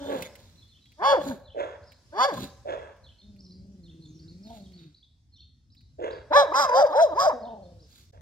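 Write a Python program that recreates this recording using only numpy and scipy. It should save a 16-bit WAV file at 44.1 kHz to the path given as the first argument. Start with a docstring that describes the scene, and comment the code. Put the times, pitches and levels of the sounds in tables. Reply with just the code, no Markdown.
"""A walled yard: a small dog grunts, barks, gasps and growls, a farther dog answers and birds chirp.
The barks are throat harmonics, a second vibration and rasping air; the growls are low throbbing harmonics.
Breath is fluttering noise, the far dog rough pulses, the birds gliding whistles, paws and grit noise ticks.
The walls return a short tail; uneven low rumble and faint hiss lie under all, caught by a spaced
microphone pair. Near the end the sound drops out for a moment."""
import sys
import numpy as np
from scipy import signal
from scipy.fft import rfft, irfft
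from scipy.io import wavfile
from scipy.ndimage import uniform_filter1d

SR = 44100
rng = np.random.default_rng(int(sys.argv[2]) if len(sys.argv) > 2 else 0)


def wrap_up_sound(samples):
    """Save the sound to the file named by the first command line argument, as 16-bit audio."""
    columns = np.atleast_2d(samples).T
    # keep every value between -1 and 1, then stretch to whole-number steps
    tamed = np.clip(columns, -1, 1)
    steps = np.round(tamed * 32767).astype(np.int16)
    wavfile.write(sys.argv[1], SR, steps)


N = 362061  # length [samples]

# The near dog's voice: an opening grunt, a voiced gasp and barks, one list each:
# (time [s], pitch [Hz], effort [dB], mouth opening as share of power above MOUTH_HZ [dB],
# treble re effort [dB], hoarse noise re effort [dB])
VOICE = [
    [(0.0, 280.9, -47, -13, -11, -4), (0.022, 288.1, -34, -28, -18.5, -13),
     (0.054, 275.8, -43.5, -15, -15.5, -2.5), (0.078, 275.8, -37.5, -20, -13, -6),
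     (0.114, 283.9, -36.5, -9, -15, -17.5), (0.162, 269.2, -33, -18, -37, -13),
     (0.174, 254.8, -47, -7, -1, -13), (0.198, 213.2, -41, -11, -21, 2.5), (0.23, 183.3, -55.5, -1, 15, -3),
     (0.27, 141.3, -57.5, -14, 29, -11)],
    [(0.98, 290.6, -57.5, -6, -18, -11.5), (0.996, 323.9, -44, -3.5, -40, -13.5),
     (1.032, 463, -25, 0, -24, -14.5), (1.048, 525.4, -20, 2.5, -16.5, -14.5),
     (1.078, 561, -20, -1.5, -14.5, -10), (1.118, 556.2, -20, -3, -12, -8),
     (1.148, 535.5, -16.5, -16.5, -28.5, -7), (1.162, 463.7, -27, 8, -18.5, -11.5),
     (1.188, 293.5, -28, -22.5, -33, -15), (1.22, 289.3, -32, 0, -15, -11)],
    [(1.265, 277.1, -30.5, -12, -15, -7), (1.291, 273.2, -31.5, -18, -14, -17.5),
     (1.305, 265.3, -30, -21.5, -23, -14), (1.317, 246.4, -34, -26, -13, 3),
     (1.345, 200.4, -41.5, -19, -24, -24), (1.355, 190.9, -45, -11, -25, 1)],
    [(2.11, 269, -79.5, -13, -2, -13), (2.13, 310.3, -46, -11, -28.5, -1.5),
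     (2.208, 499.9, -23, 3.5, -13.5, -24), (2.248, 542, -18, 0, -14, -11),
     (2.276, 584.2, -31, -10, -20.5, -11.5), (2.29, 513.8, -27, -5.5, -17, -10.5),
     (2.316, 371.5, -36.5, 0.5, -23, -14.5), (2.334, 283.3, -29, -12, -35, -12),
     (2.362, 270.9, -48.5, -9, -11, -7.5), (2.38, 261.7, -31, 1, -20, -13)],
    [(6.3, 286.8, -53, -19, -30, -6.5), (6.312, 301.7, -25.5, -21, -39.5, -16),
     (6.322, 319.8, -28.5, -2.5, -28, 1), (6.338, 476, -17, 18.5, -17.5, -21),
     (6.344, 514, -19, 1, -17.5, -10), (6.364, 578.6, -10.5, -2, -18.5, -17),
     (6.402, 565.1, -15.5, -4.5, -13.5, -16), (6.448, 528.8, -28.5, -5, -19, -9),
     (6.474, 333.6, -34.5, 2.5, -39, -19), (6.518, 295.3, -33.5, -12.5, -25, -6.5)],
    [(6.518, 308.1, -25, -0.5, -33, -10.5), (6.528, 409.2, -31, -2, -30, -10.5),
     (6.536, 479, -34.5, 4.5, -28, -10.5), (6.542, 502.4, -20, 6, -28, -14),
     (6.566, 544.9, -24, 3.5, -12.5, -14), (6.604, 584.4, -21.5, -0.5, -12.5, -15.5),
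     (6.624, 559.2, -25, -0.5, -8.5, -16.5), (6.654, 528.7, -23, 12, -17.5, -12),
     (6.678, 527.2, -34.5, -0.5, -31.5, -7.5), (6.7, 492, -17, 1, -23, -7.5)],
    [(6.7, 490, -30.5, -4.5, -23, -5.5), (6.72, 490.9, -21.5, 1.5, -36.5, -4),
     (6.762, 529.8, -19, -4.5, -20, -12), (6.808, 553.6, -18, -18.5, -24, -5.5),
     (6.83, 609.3, -17, -19.5, -28, -21), (6.842, 598, -14.5, -21.5, -41, -17),
     (6.858, 534.8, -19, -29, -40, -9.5), (6.866, 471.6, -32.5, 9, -14.5, -14),
     (6.884, 324.5, -36, 2.5, -29, -10.5), (6.918, 285.4, -25.5, -10.5, -27.5, -18)],
    [(6.918, 296, -35.5, -13, -26, -8.5), (6.93, 356.4, -27, 7.5, -22.5, -10.5),
     (6.944, 443.3, -28.5, 20, -30, -6), (6.964, 524.5, -21.5, -32, -24, -13.5),
     (7.0, 642.2, -16, -12.5, -31, -5), (7.028, 683, -12.5, -23, -24.5, -24),
     (7.052, 598, -16.5, -37, -31, -22), (7.066, 538, -27.5, -7, -28, -19),
     (7.094, 366, -42, -1, -23, -20.5), (7.14, 292.2, -24.5, -7, -34, -33.5)],
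    [(7.14, 301.2, -43.5, -7, -25, -22), (7.186, 512.4, -21, 3, -30.5, -13),
     (7.202, 561.3, -22, 2, -13, -8.5), (7.258, 547.7, -30, 2, -12, 4),
     (7.282, 612.3, -22.5, -20, -28, -11), (7.288, 598, -26.5, -27, -22, -18),
     (7.3, 494.5, -22, 5, -30, -8), (7.33, 273.9, -35, -1, -39, -16.5), (7.34, 249.0, -33, -22, -44, -14),
     (7.42, 224.2, -53.5, -12, -40, -9)],
]
# The colour of each of these sounds, in the same order: (chest tone under 400 Hz [dB],
# harmonics above 1300 Hz [dB], unsteadiness [dB], bite over the rasp [dB], main rasp resonance [Hz])
VOICE_COLOURS = [(12.5, -13, 2.5, 14, 4750), (3, -3.5, 3, 9.5, 4570), (22.5, -1.5, 0.5, -32, 4750),
                 (4.5, 0.5, 4, 3, 4650), (0.5, -1.5, 0, 11, 5180), (2.5, -8, 6, -2, 5150),
                 (-5.5, -11.5, -1, -1, 4950), (-1.5, -15, 0.5, 4, 5200), (4, -11, 3, -3, 5050)]
# A second vibration in the throat: (time [s], pitch [Hz], level [dB], sum tone with the folds [dB])
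SECOND_VIBRATION = [
    [(1.02, 609, -36.5, -28.5), (1.06, 825.3, -23.5, -38.5), (1.1, 914, -22, -54), (1.128, 825, -27, -31),
     (1.15, 687.9, -30.5, -35.5)],
    [(2.17, 589, -42.5, -44), (2.2, 720.4, -28.5, -21), (2.24, 822, -26.5, -35.5), (2.27, 742.6, -27, -48)],
    [(6.36, 704, -36.5, -51), (6.374, 816, -18, -35.5), (6.39, 883, -22, -34), (6.42, 820, -25.5, -37.5),
     (6.44, 561, -19.5, -35)],
    [(6.55, 765, -32, -28), (6.596, 901.2, -22.5, -28.5), (6.634, 806.6, -30.5, -29),
     (6.68, 545, -30, -32.5)],
    [(6.73, 604.8, -33.5, -37), (6.752, 692.7, -23.5, -43.5), (6.79, 848, -17.5, -29),
     (6.82, 759, -21.5, -37.5), (6.84, 622.5, -14, -36.5)],
    [(6.945, 700, -25, -51.5), (6.97, 870.3, -23, -41.5), (7.01, 966.3, -24.5, -47.5),
     (7.025, 927, -33, -44)],
    [(7.19, 629, -35, -65), (7.212, 683, -30, -26), (7.25, 798.4, -22, -43.5), (7.29, 589, -15.5, -40)],
]
DIFFERENCE_DB = -22  # the difference tone, re the sum tone
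# Lower throat resonances, for the hoarse noise: (frequency [Hz], width [Hz], level [dB])
HOARSE_RESONANCES = [(590, 61, 14.5), (912, 67, 10.5), (1565, 380, 0.5), (2330, 190, -32)]
# Upper throat resonances, tuned for a main one at 5100 Hz and moving with it:
# (frequency [Hz], width before tripling [Hz], level [dB])
RASP_RESONANCES = [(2410, 180, -16.5), (3450, 160, -3.5), (3788, 53, 0.5), (5930, 48, -7),
                   (6680, 47, -15.5), (7650, 230, -15.5), (12050, 600, -15.5)]


def voice():
    """Clean low harmonics, a second vibration that mixes with them, and air puffed out once a cycle."""
    points = [[(*point, *own) for point in rows] for rows, own in zip(VOICE, VOICE_COLOURS)]
    gate, columns = curves(points)
    hz, effort_db, open_db, treble_db, hoarse_db, chest_db, bright_db, shake_db, bite_db, rasp_hz = columns
    turns = np.cumsum(hz * (1 + .012 * wobble(60))) / SR

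    # the 4th to 6th harmonics waver together
    unsteady = [.4 * wobble(60), .8 * wobble(60), wobble(60), *[1.3 * wobble(60)] * 3]
    gains = harmonic_gains(hz, open_db, chest_db, bright_db)
    folds = 0
    for n, (gain, u) in enumerate(zip(gains, unsteady), 1):
        waver_db = shake_db * 1.5 * np.tanh(u / 1.5)
        folds = folds + gain * tone(n * turns, effort_db + waver_db)

    second_gate, (second_hz, second_db, sum_db) = curves(SECOND_VIBRATION, edge=.014)
    second_turns = np.cumsum(second_hz * (1 + .015 * wobble(60))) / SR
    second = tone(second_turns, second_db)
    second += tone(second_turns + turns, sum_db)
    second += tone(second_turns + 2 * turns, sum_db - 13.5)
    second += tone(second_turns - turns, sum_db + DIFFERENCE_DB)

    puffs = (0.13 + np.exp(-(turns % 1) / 0.062)) * rng.standard_normal(N)
    # the folds close less evenly while both vibrations sound
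    uneven = turns + (.005 + .013 * second_gate) * wobble(250)
    clicks = sum(np.cos(2 * np.pi * k * uneven) for k in range(4, 16))
    clicks *= 1 + second_gate * np.cos(2 * np.pi * second_turns)

    hoarse = sum(amp(db) * resonate(puffs, f, width) for f, width, db in HOARSE_RESONANCES)
    upper = [amp(db) * evened(resonate(puffs + .5 * clicks, f * rasp_hz / 5100, 3.0 * width))
             for f, width, db in RASP_RESONANCES]
    bite = sum(upper[:3])  # the three lowest
    rasp = sum(upper[3:]) + evened(resonate(puffs + 2.2 * clicks, rasp_hz, 420))
    rasp = evened(rasp) + 0.77 * evened(colour(puffs, BREATH_COLOUR))
    treble = (evened(rasp) + amp(bite_db) * evened(bite)) / np.sqrt(1 + amp(2 * bite_db))

    noise = amp(effort_db + hoarse_db) * evened(hoarse) + amp(effort_db + treble_db) * treble
    return gate * (folds + noise) + second_gate * second


MOUTH_HZ = 760  # the mouth opening favours harmonics above this
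# The throat's colour over the voice's harmonics: (frequency [Hz], level [dB])
THROAT = [(150, -9), (290, -5), (580, 7.5), (800, 1.5), (1130, 0.5), (1400, -17), (1720, -4), (2050, -20),
          (2900, -32.5)]


def harmonic_gains(hz, open_db, chest_db, bright_db):
    """Six harmonics: the throat colours them, the mouth splits the power between low and high ones."""
    step, t = 32, np.arange(N)  # worked out at every 32nd sample
    hz = np.arange(1, 7)[:, None] * hz[::step]
    colour_db = read(THROAT, hz) + chest_db[::step] * (hz < 400) + bright_db[::step] * (hz > 1300)
    power = amp(2 * colour_db)
    upper_share = np.clip(amp(2 * open_db[::step]), .001, .99)
    high = 1 / (1 + (MOUTH_HZ / hz) ** 12)
    high_gain = upper_share * high / (power * high).sum(0)
    low_gain = (1 - upper_share) * (1 - high) / (power * (1 - high)).sum(0)
    power = power * (high_gain + low_gain)
    return [np.interp(t, t[::step], uniform_filter1d(np.sqrt(p), size=9)) for p in power]


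# Growls, one list each: (time [s], pitch [Hz], effort [dB],
# mouth opening as level of the 3rd harmonic re effort [dB])
GROWLS = [
    [(3.22, 189.6, -58, -20), (3.272, 202.3, -54, -20), (3.414, 197.1, -54, -20.5),
     (3.48, 182.6, -51.5, -26.5), (3.72, 194.7, -51.5, -21), (3.944, 163.9, -52, -23.5),
     (4.138, 157.4, -53, -27), (4.29, 162.3, -52, -23), (4.418, 193.1, -49.5, -25),
     (4.508, 235.6, -49.5, 1.5), (4.588, 199.5, -49, -6), (4.73, 180.2, -53, -26.5),
     (4.844, 164.1, -53, -24.5), (4.886, 147.5, -51.5, -35.5), (4.92, 153.4, -64, -15)],
    [(7.405, 225.6, -54, 5), (7.423, 222.1, -49, 5), (7.485, 235.6, -50.5, 9), (7.531, 228.8, -51, 9),
     (7.641, 182.4, -56.5, 4.5), (7.783, 172.8, -61, -0.5), (7.87, 141, -67, -3)],
]
# The nose lifts the 2nd harmonic: (frequency [Hz], level re effort [dB])
NOSE = [(290, -6), (320, -2), (360, -11.5), (400, -19.5), (470, -16.5)]
THROBS_PER_S = 20
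OPEN_SLOPE = 1.23  # dB on the 2nd and 4th harmonic for each dB of opening
SECOND_OPEN_DB, FOURTH_DB = -13.5, -8.5  # their levels at an opening of 0 dB; the nose may lift the 2nd more


def growls():
    """Low harmonics from a mouth that opens and closes, throbbing as the soft palate flaps."""
    gate, (hz, effort_db, open_db) = curves(GROWLS, edge=0.013)
    second_db = np.maximum(read(NOSE, 2 * hz), OPEN_SLOPE * open_db + SECOND_OPEN_DB)
    fourth_db = OPEN_SLOPE * open_db + FOURTH_DB
    levels_db = effort_db + np.array([0 * hz, second_db, open_db, fourth_db])
    turns = np.cumsum(hz * (1 + 0.03 * wobble(40))) / SR
    throb = np.cos(2 * np.pi * np.cumsum(THROBS_PER_S * (1 + 0.12 * wobble(14.7))) / SR)
    out = np.zeros(N)
    for k, (db, depth) in enumerate(zip(levels_db, (0.52, 0.1, 0.057, 0.42)), 1):
        out += (1 + depth * throb) * (1 + 0.3 * wobble(71)) * tone(k * turns, db)
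    return gate * out


# Breath through nose and mouth: (start [s], top [s], end [s], hiss [dB], sizzle above 7 kHz [dB],
# chesty puff [dB]), levels at the top
BREATHS = [(0.03, .21, 0.38, -51, -54, -45.5), (.32, .368, 1.14, -62.5, -68, -59.5),
           (1.2, 1.285, 1.46, -50, -52.5, -38.5), (2.32, 2.44, 2.526, -43, -49, -36.5),
           (4.45, 4.57, 4.7, -59, -65.5, -65), (4.72, 4.825, 5.08, -62, -82, -65),
           (7.88, 7.99, 8.18, -60.5, -63, -64.5)]
# The colour of rushing air, also heard in the voice: (frequency [Hz], level [dB])
BREATH_COLOUR = [(710, -26.5), (1200, -19.5), (1320, -13.5), (2170, -11), (3060, -14.5), (3880, -0.5),
                 (5770, -24.5), (6500, 0.5), (8230, -26.5), (11500, -18), (15700, -22.5)]
BREATH_START_DB, BREATH_END_DB = -9.5, -34  # re the top


def breaths():
    """An air jet's fluttering hiss and sizzle over a low resonant puff."""
    gate, (hiss_db, sizzle_db, puff_db) = curves(arches(BREATHS, BREATH_START_DB, BREATH_END_DB), edge=0.046)
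    air_jet = colour(rng.standard_normal(N), BREATH_COLOUR) * amp(2.1 * wobble(88))
    hiss = evened(colour(air_jet, [(5500, 0), (7500, -30)]))
    sizzle = evened(colour(air_jet, [(5500, -30), (7500, 0)]))
    puff = evened(resonate(rng.standard_normal(N), 170, 250))
    return gate * (amp(hiss_db) * hiss + amp(sizzle_db) * sizzle + amp(puff_db) * puff)


# Ticks of paws and grit: (time [s], peak level [dB], centre [Hz])
TICKS = [(0.223, -24.5, 2092), (0.3547, -36.5, 3460), (0.403, -58, 3230), (0.8575, -52.5, 3200),
         (0.9188, -49.5, 5680), (1.9196, -42.5, 4455), (2.9655, -57, 1600), (3.3623, -56.5, 5170),
         (4.7212, -52.5, 4780), (5.7489, -56, 4317), (5.8084, -58.5, 4160)]


def ticks():
    """Short noise bursts about a centre frequency, dying away in milliseconds."""
    out, t = np.zeros(N), np.arange(600) / SR
    for (s, db, hz), noise in zip(TICKS, rng.standard_normal((len(TICKS), 600))):
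        burst = noise * (.5 + np.sin(2 * np.pi * hz * t)) * np.exp(-t / 0.0077)
        burst = colour(burst, [(800, -37.5), (2000, 2.0), (8000, -16), (15000, -14)])
        out[round(s * SR):][:600] += amp(db) * burst / abs(burst).max()
    return out


# The far dog: barks, and at the end the faint tail of some bark: (start [s], top [s], end [s],
# effort [dB], first throat resonance [Hz], brightness [dB]), values at the top
FAR_VOICE = [(0.062, .112, 0.23, -25.5, 540.6, -10), (1.552, 1.601, 1.774, -27, 569, -7.5),
             (2.654, 2.699, 2.937, -30.5, 577, -7), (5.989, 6.037, 6.233, -27.5, 529.7, -8.5),
             (8.128, 8.135, 8.26, -50.5, 594, -7.5)]
# Its fixed upper throat: (frequency [Hz], level [dB])
FAR_UPPER_THROAT = [(530, -47.5), (900, -0.5), (1220, -13.5), (1720, -8), (1840, -15.5), (2100, -15.5),
                    (2470, -20), (2700, -18), (3090, -29.5), (3370, -14.5), (3570, -26), (4670, -43.5),
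                    (6740, -34.5), (9000, -50.5), (11700, -72), (19800, -120)]
FAR_START_DB, FAR_END_DB = -10.5, -32  # effort re the top
DULL_START_DB, BRIGHT_END_DB = -13, 11  # brightness re the top
FAR_SAG = 0.11  # share by which the first resonance sinks at the end


def far_dog():
    """Rough, uneven pulses through a moving resonance and a fixed upper throat."""
    start = (FAR_START_DB, 0, DULL_START_DB, 0)
    end = (FAR_END_DB, 0, BRIGHT_END_DB, FAR_SAG)
    rows = arches([(*row, 0) for row in FAR_VOICE], start, end)
    gate, (effort_db, hz, bright_db, sag) = curves(rows, edge=.015)
    turns = np.cumsum(190 * (1 + .3 * wobble(50))) / SR
    puffs = (.3 + np.exp(-(turns % 1) / .25)) * (.4 + rng.standard_normal(N)) * amp(2.5 * wobble(40))
    body = evened(colour(resonate(puffs, hz * (1 - sag), 220), [(150, -30), (320, 0)]))
    upper = evened(colour(puffs, FAR_UPPER_THROAT))
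    return gate * amp(effort_db) * (body + amp(bright_db) * upper)


# Four bird calls, note by note, before stretch and pitch factor:
# (start [s], length [s], start pitch [Hz], end pitch [Hz], level re the call [dB])
TUMBLE = [(0, 0.034, 4350, 4000, 0), (.028, 0.027, 3830, 3300, 1.5), (.052, .033, 2900, 3700, 2),
          (.085, .012, 2762, 2550, -9.5)]
FLICK = [(0, .02, 3707, 5256, -2), (.022, 0.036, 5367, 4677, -4)]
RISE = [(0.0025, .035, 3400, 4700, 0)]
STEP = [(0, 0.046, 4090, 4210, -0.64), (.035, 0.024, 3665, 3405, -2)]
# When each call sounds: (time [s], stretch in time [ratio], pitch factor [ratio], level [dB])
TUMBLES = [(0.679, 1.22, 0.98, -65), (1.434, 1.16, 0.97, -63), (3.03, 1.02, 0.97, -64),
           (3.83, 0.94, 1.01, -62), (4.433, 1.1, 1.05, -66), (5.318, 1.13, 1.02, -65),
           (7.417, 1.02, 1.02, -65)]
FLICKS = [(1.824, 1.38, 1.02, -62), (3.384, 1.6, 1.09, -62.5), (4.188, 1.18, 1.02, -62),
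          (4.941, 0.87, 0.93, -61), (5.7, 0.77, .97, -62), (6.105, 0.62, 0.95, -50.5),
          (7.792, 1.1, 1, -67.5)]
RISES = [(1.915, 1, 1, -64.5), (3.495, 1, 1.1, -60), (4.272, 1.1, 1.08, -59), (5.02, 1, 0.92, -65),
         (5.765, .6, 1.03, -62), (7.896, 1.2, 1.13, -64.5)]
STEPS = [(0.567, 1.34, .98, -62), (0.801, 1.4, 0.94, -65.5), (3.181, 0.74, 1.02, -62.5),
         (4.0, 1.22, 1.02, -63.5), (4.635, 0.71, 0.91, -58.5), (4.725, 1.4, 1.07, -62.5),
         (5.393, 0.8, 1.02, -62.5), (7.62, 0.88, 1.03, -68.5)]
# Single whistles: (time [s], length [s], start pitch [Hz], end pitch [Hz], level [dB])
SINGLE_NOTES = [(1.881, .041, 5310, 3440, -65), (3.227, 0.026, 3610, 3680, -64.5),
                (3.444, 0.027, 5600, 3840, -59), (4.04, 0.095, 7470, 5850, -74.5),
                (4.13, 0.065, 5900, 5280, -69.5), (5.36, 0.02, 5500, 5700, -71),
                (5.784, 0.013, 4300, 3800, -61.5), (4.425, 0.02, 5430, 5090, -62),
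                (4.598, .021, 4170, 4636, -64)]


def birds():
    """Short gliding whistles: four calls that return, and a few single notes."""
    out, waver = np.zeros(N), 1 + 0.026 * wobble(200)
    notes = list(SINGLE_NOTES)
    for call, times in ((TUMBLE, TUMBLES), (FLICK, FLICKS), (RISE, RISES), (STEP, STEPS)):
        for s, stretch, pitch, db in times:
            notes += [(s + stretch * at, stretch * length, pitch * a, pitch * b, db + note_db)
                      for at, length, a, b, note_db in call]
    for s, length, start_hz, end_hz, db in notes:
        first, count = round(s * SR), round(length * SR)
        hz = np.linspace(start_hz, end_hz, count) * waver[first:][:count]
        out[first:][:len(hz)] += tone(np.cumsum(hz) / SR, db) * signal.windows.tukey(len(hz), .6)
    return out * amp(4.5 * wobble(92))


# How fast the yard's tail dies: (frequency [Hz], time to fall 60 dB [s])
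YARD_DECAY = [(200, 0.33), (600, 0.66), (1500, 0.74), (3000, 0.5), (5000, 0.54), (10000, 0.4)]


def yard(x):
    """Wall echoes as sparse taps of random sign, each band dying at its own speed."""
    taps = np.zeros((2, SR))
    at = np.arange(500, SR - 20, 20) + rng.integers(0, 20, (2, (SR - 501) // 20))
    np.put_along_axis(taps, at, rng.choice([-1., 1.], at.shape), 1)
    hz, t, z = signal.stft(taps, SR, nperseg=256)
    tail = signal.istft(z * amp(-60 * t / read(YARD_DECAY, hz)[:, None]), SR, nperseg=256)[1]
    tail = tail + .5 * tail[::-1]  # each side hears some of the other
    return signal.fftconvolve(x[None], tail / np.linalg.norm(tail[0]), axes=1)[:, :N]


# The colour of the background: (frequency [Hz], relative level [dB])
AIR_COLOUR = [(15, -80), (25, -31.5), (43, -24), (70, 0.5), (99, -7.5), (148, -15.5), (184, -21.5),
              (222, -18), (370, -31.5), (402, -33.5), (688, -40), (2870, -42.5), (3560, -38.5), (5200, -34),
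              (15700, -61.5)]
AIR_DB = -55.5  # rms level ahead of the microphones
# Uneven rumble and hiss levels, played about their averages, the hiss partly following the barks
# and their echoes: (time [s], rumble [dB], hiss [dB])
RUMBLE_AND_HISS = [(0.0, -54, -73.5), (0.84, -64.5, -87), (1.23, -56.5, -73), (1.42, -56, -94.5),
                   (2.22, -62, -78.5), (2.31, -62, -70.5), (2.74, -53.5, -84.5), (2.9, -61, -87),
                   (3.68, -56.5, -88.5), (4.66, -56.5, -81.5), (5.03, -66.5, -95.5), (5.65, -62, -96.5),
                   (6.35, -55, -86), (6.56, -62, -79), (6.79, -63, -80), (7.5, -57, -88), (8.03, -63, -81),
                   (8.21, -51, -93)]
# How alike left and right are: (frequency [Hz], likeness [0-1])
LIKENESS = [(60, .92), (200, .95), (500, .6), (1200, .05), (15000, 0)]


def air():
    """Random short-time spectra with drifting patches, under uneven rumble and hiss levels."""
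    frames, hz = N // 512 + 5, np.fft.rfftfreq(2048, 1 / SR)
    a, b, c, d, patches = rng.standard_normal((frames, 1025, 5)).T
    patches = evened(uniform_filter1d(uniform_filter1d(patches, 12, 0), 8, 1))

    s, rumble_db, hiss_db = np.transpose(RUMBLE_AND_HISS)
    t = np.arange(frames) * 512 / SR
    low = 1 / (1 + (hz[:, None] / 400) ** 2)
    rumble_change = np.interp(t, s, rumble_db - rumble_db.mean())
    hiss_change = np.interp(t, s, hiss_db - hiss_db.mean())
    change_db = low * rumble_change + (1 - low) * hiss_change

    same = np.clip(read(LIKENESS, hz), -1, 1)[:, None]
    left = a + 1j * b
    right = same * left + np.sqrt(1 - same ** 2) * (c + 1j * d)
    z = np.array([left, right]) * amp(read(AIR_COLOUR, hz)[:, None] + 2.5 * patches + change_db)
    return amp(AIR_DB) * evened(signal.istft(z, nperseg=2048, noverlap=1536)[1][:, :N])


def amp(db):
    """Decibels to gain."""
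    return 10 ** (np.asarray(db) / 20)


def evened(x):
    """Scales to rms 1."""
    return x / np.sqrt(np.mean(x ** 2) + 1e-20)


def read(points, hz):
    """Reads a table on a log frequency axis."""
    f, value = np.transpose(points)
    return np.interp(np.log(hz + 1), np.log(f + 1), value)


def colour(x, points):
    """Filters by a table of (frequency [Hz], level [dB])."""
    return irfft(rfft(x) * amp(read(points, np.fft.rfftfreq(len(x), 1 / SR))), len(x))


def curves(tables, edge=0.024):
    """A gate open during the tables (edge in s), and their lightly smoothed columns at every sample."""
    t, gate = np.arange(N) / SR, np.zeros(N)
    for rows in tables:
        gate[(t >= rows[0][0]) & (t <= rows[-1][0])] = 1
    s, *columns = np.concatenate(tables).T
    smooth = [uniform_filter1d(np.interp(t, s, c), size=400) for c in columns]
    return uniform_filter1d(uniform_filter1d(gate, int(edge * SR)), size=100), smooth


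def arches(rows, start, end):
    """Three-point curves from rows (start [s], top [s], end [s], values..), shifted at both ends."""
    return [[(a, *np.add(top, start)), (b, *top), (c, *np.add(top, end))] for a, b, c, *top in rows]


def wobble(cutoff_hz):
    """Smooth random drift of rms 1: noise through a lowpass."""
    return evened(signal.lfilter(*signal.butter(2, cutoff_hz, fs=SR), rng.standard_normal(N)))


def resonate(x, hz, width):
    """A resonance that may move: shifts the curve hz down to zero, smooths twice, and shifts back."""
    turn = np.exp(2j * np.pi * np.cumsum(hz * np.ones(N)) / SR)
    r = np.exp(-np.pi * width / SR)
    return 2 * (turn * signal.lfilter([(1 - r) ** 2], [1, -2 * r, r * r], x / turn)).real


def tone(turns, db):
    """A sine of the given rms level."""
    return np.sqrt(2) * amp(db) * np.cos(2 * np.pi * turns)


def pair(x, phase, left_db):
    """Places a source by its phase lead [radians] and level [dB] at the left microphone."""
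    left = irfft(rfft(x) * amp(left_db / 2) * np.exp(1j * phase), N)
    return np.array([left, irfft(rfft(x) * amp(-left_db / 2), N)])


# The near dog's lead at the left microphone: (frequency [Hz], phase [radians])
DOG_LEAD = [(0, 0), (600, .9), (1250, 1.2), (1750, 1.8), (2070, 5.2), (3200, 7.1), (4600, 12.2),
            (5300, 13.5), (10000, 24), (16000, 40)]
# Left minus right for the near dog: (frequency [Hz], level [dB])
DOG_SHADE = [(200, 0), (600, 1.2), (1500, -1), (4000, -5), (12000, -6)]
# The near dog's share thrown back by the walls: (frequency [Hz], level [dB])
WALLS = [(200, -19.5), (570, -14), (1100, -23), (2500, -14.5), (6000, -18)]
FAR_LEAD_S, BIRD_LEAD_S = .00045, .00003  # the left microphone hears these first
FAR_TAIL_DB, BIRD_TAIL_DB = -9, -2.5  # sent to the yard


def scene():
    """The near dog is mostly dry, the far dog and the birds carry much tail."""
    dog, far, song = voice() + growls() + breaths() + ticks(), far_dog(), birds()
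    hz = np.fft.rfftfreq(N, 1 / SR)
    direct = pair(dog, np.interp(hz, *np.transpose(DOG_LEAD)), read(DOG_SHADE, hz))
    direct += pair(far, 2 * np.pi * hz * FAR_LEAD_S, -3.5)
    direct += pair(song, 2 * np.pi * hz * BIRD_LEAD_S, -1.5)
    echoes = yard(colour(dog, WALLS) + amp(FAR_TAIL_DB) * far + amp(BIRD_TAIL_DB) * song)
    return direct + echoes + air()


CUT_S, CUT_HALF_S = 8.118, .008  # a cut: the sound drops out for a moment (centre, half length)
EDGE_HZ = 15850  # upper band limit


def record(dry):
    """The microphones lose the deepest bass; at a cut the sound drops out; then the band limit."""
    dry = signal.sosfilt(signal.butter(3, 45, "high", fs=SR, output="sos"), dry)
    cut = 1 - np.exp(-((np.arange(N) / SR - CUT_S) / CUT_HALF_S) ** 4)
    lowpass = signal.firwin(511, EDGE_HZ, window=("kaiser", 9), fs=SR)
    return signal.oaconvolve(dry * cut, lowpass[None], "same")


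dry = scene()
out = record(dry)
wrap_up_sound(out)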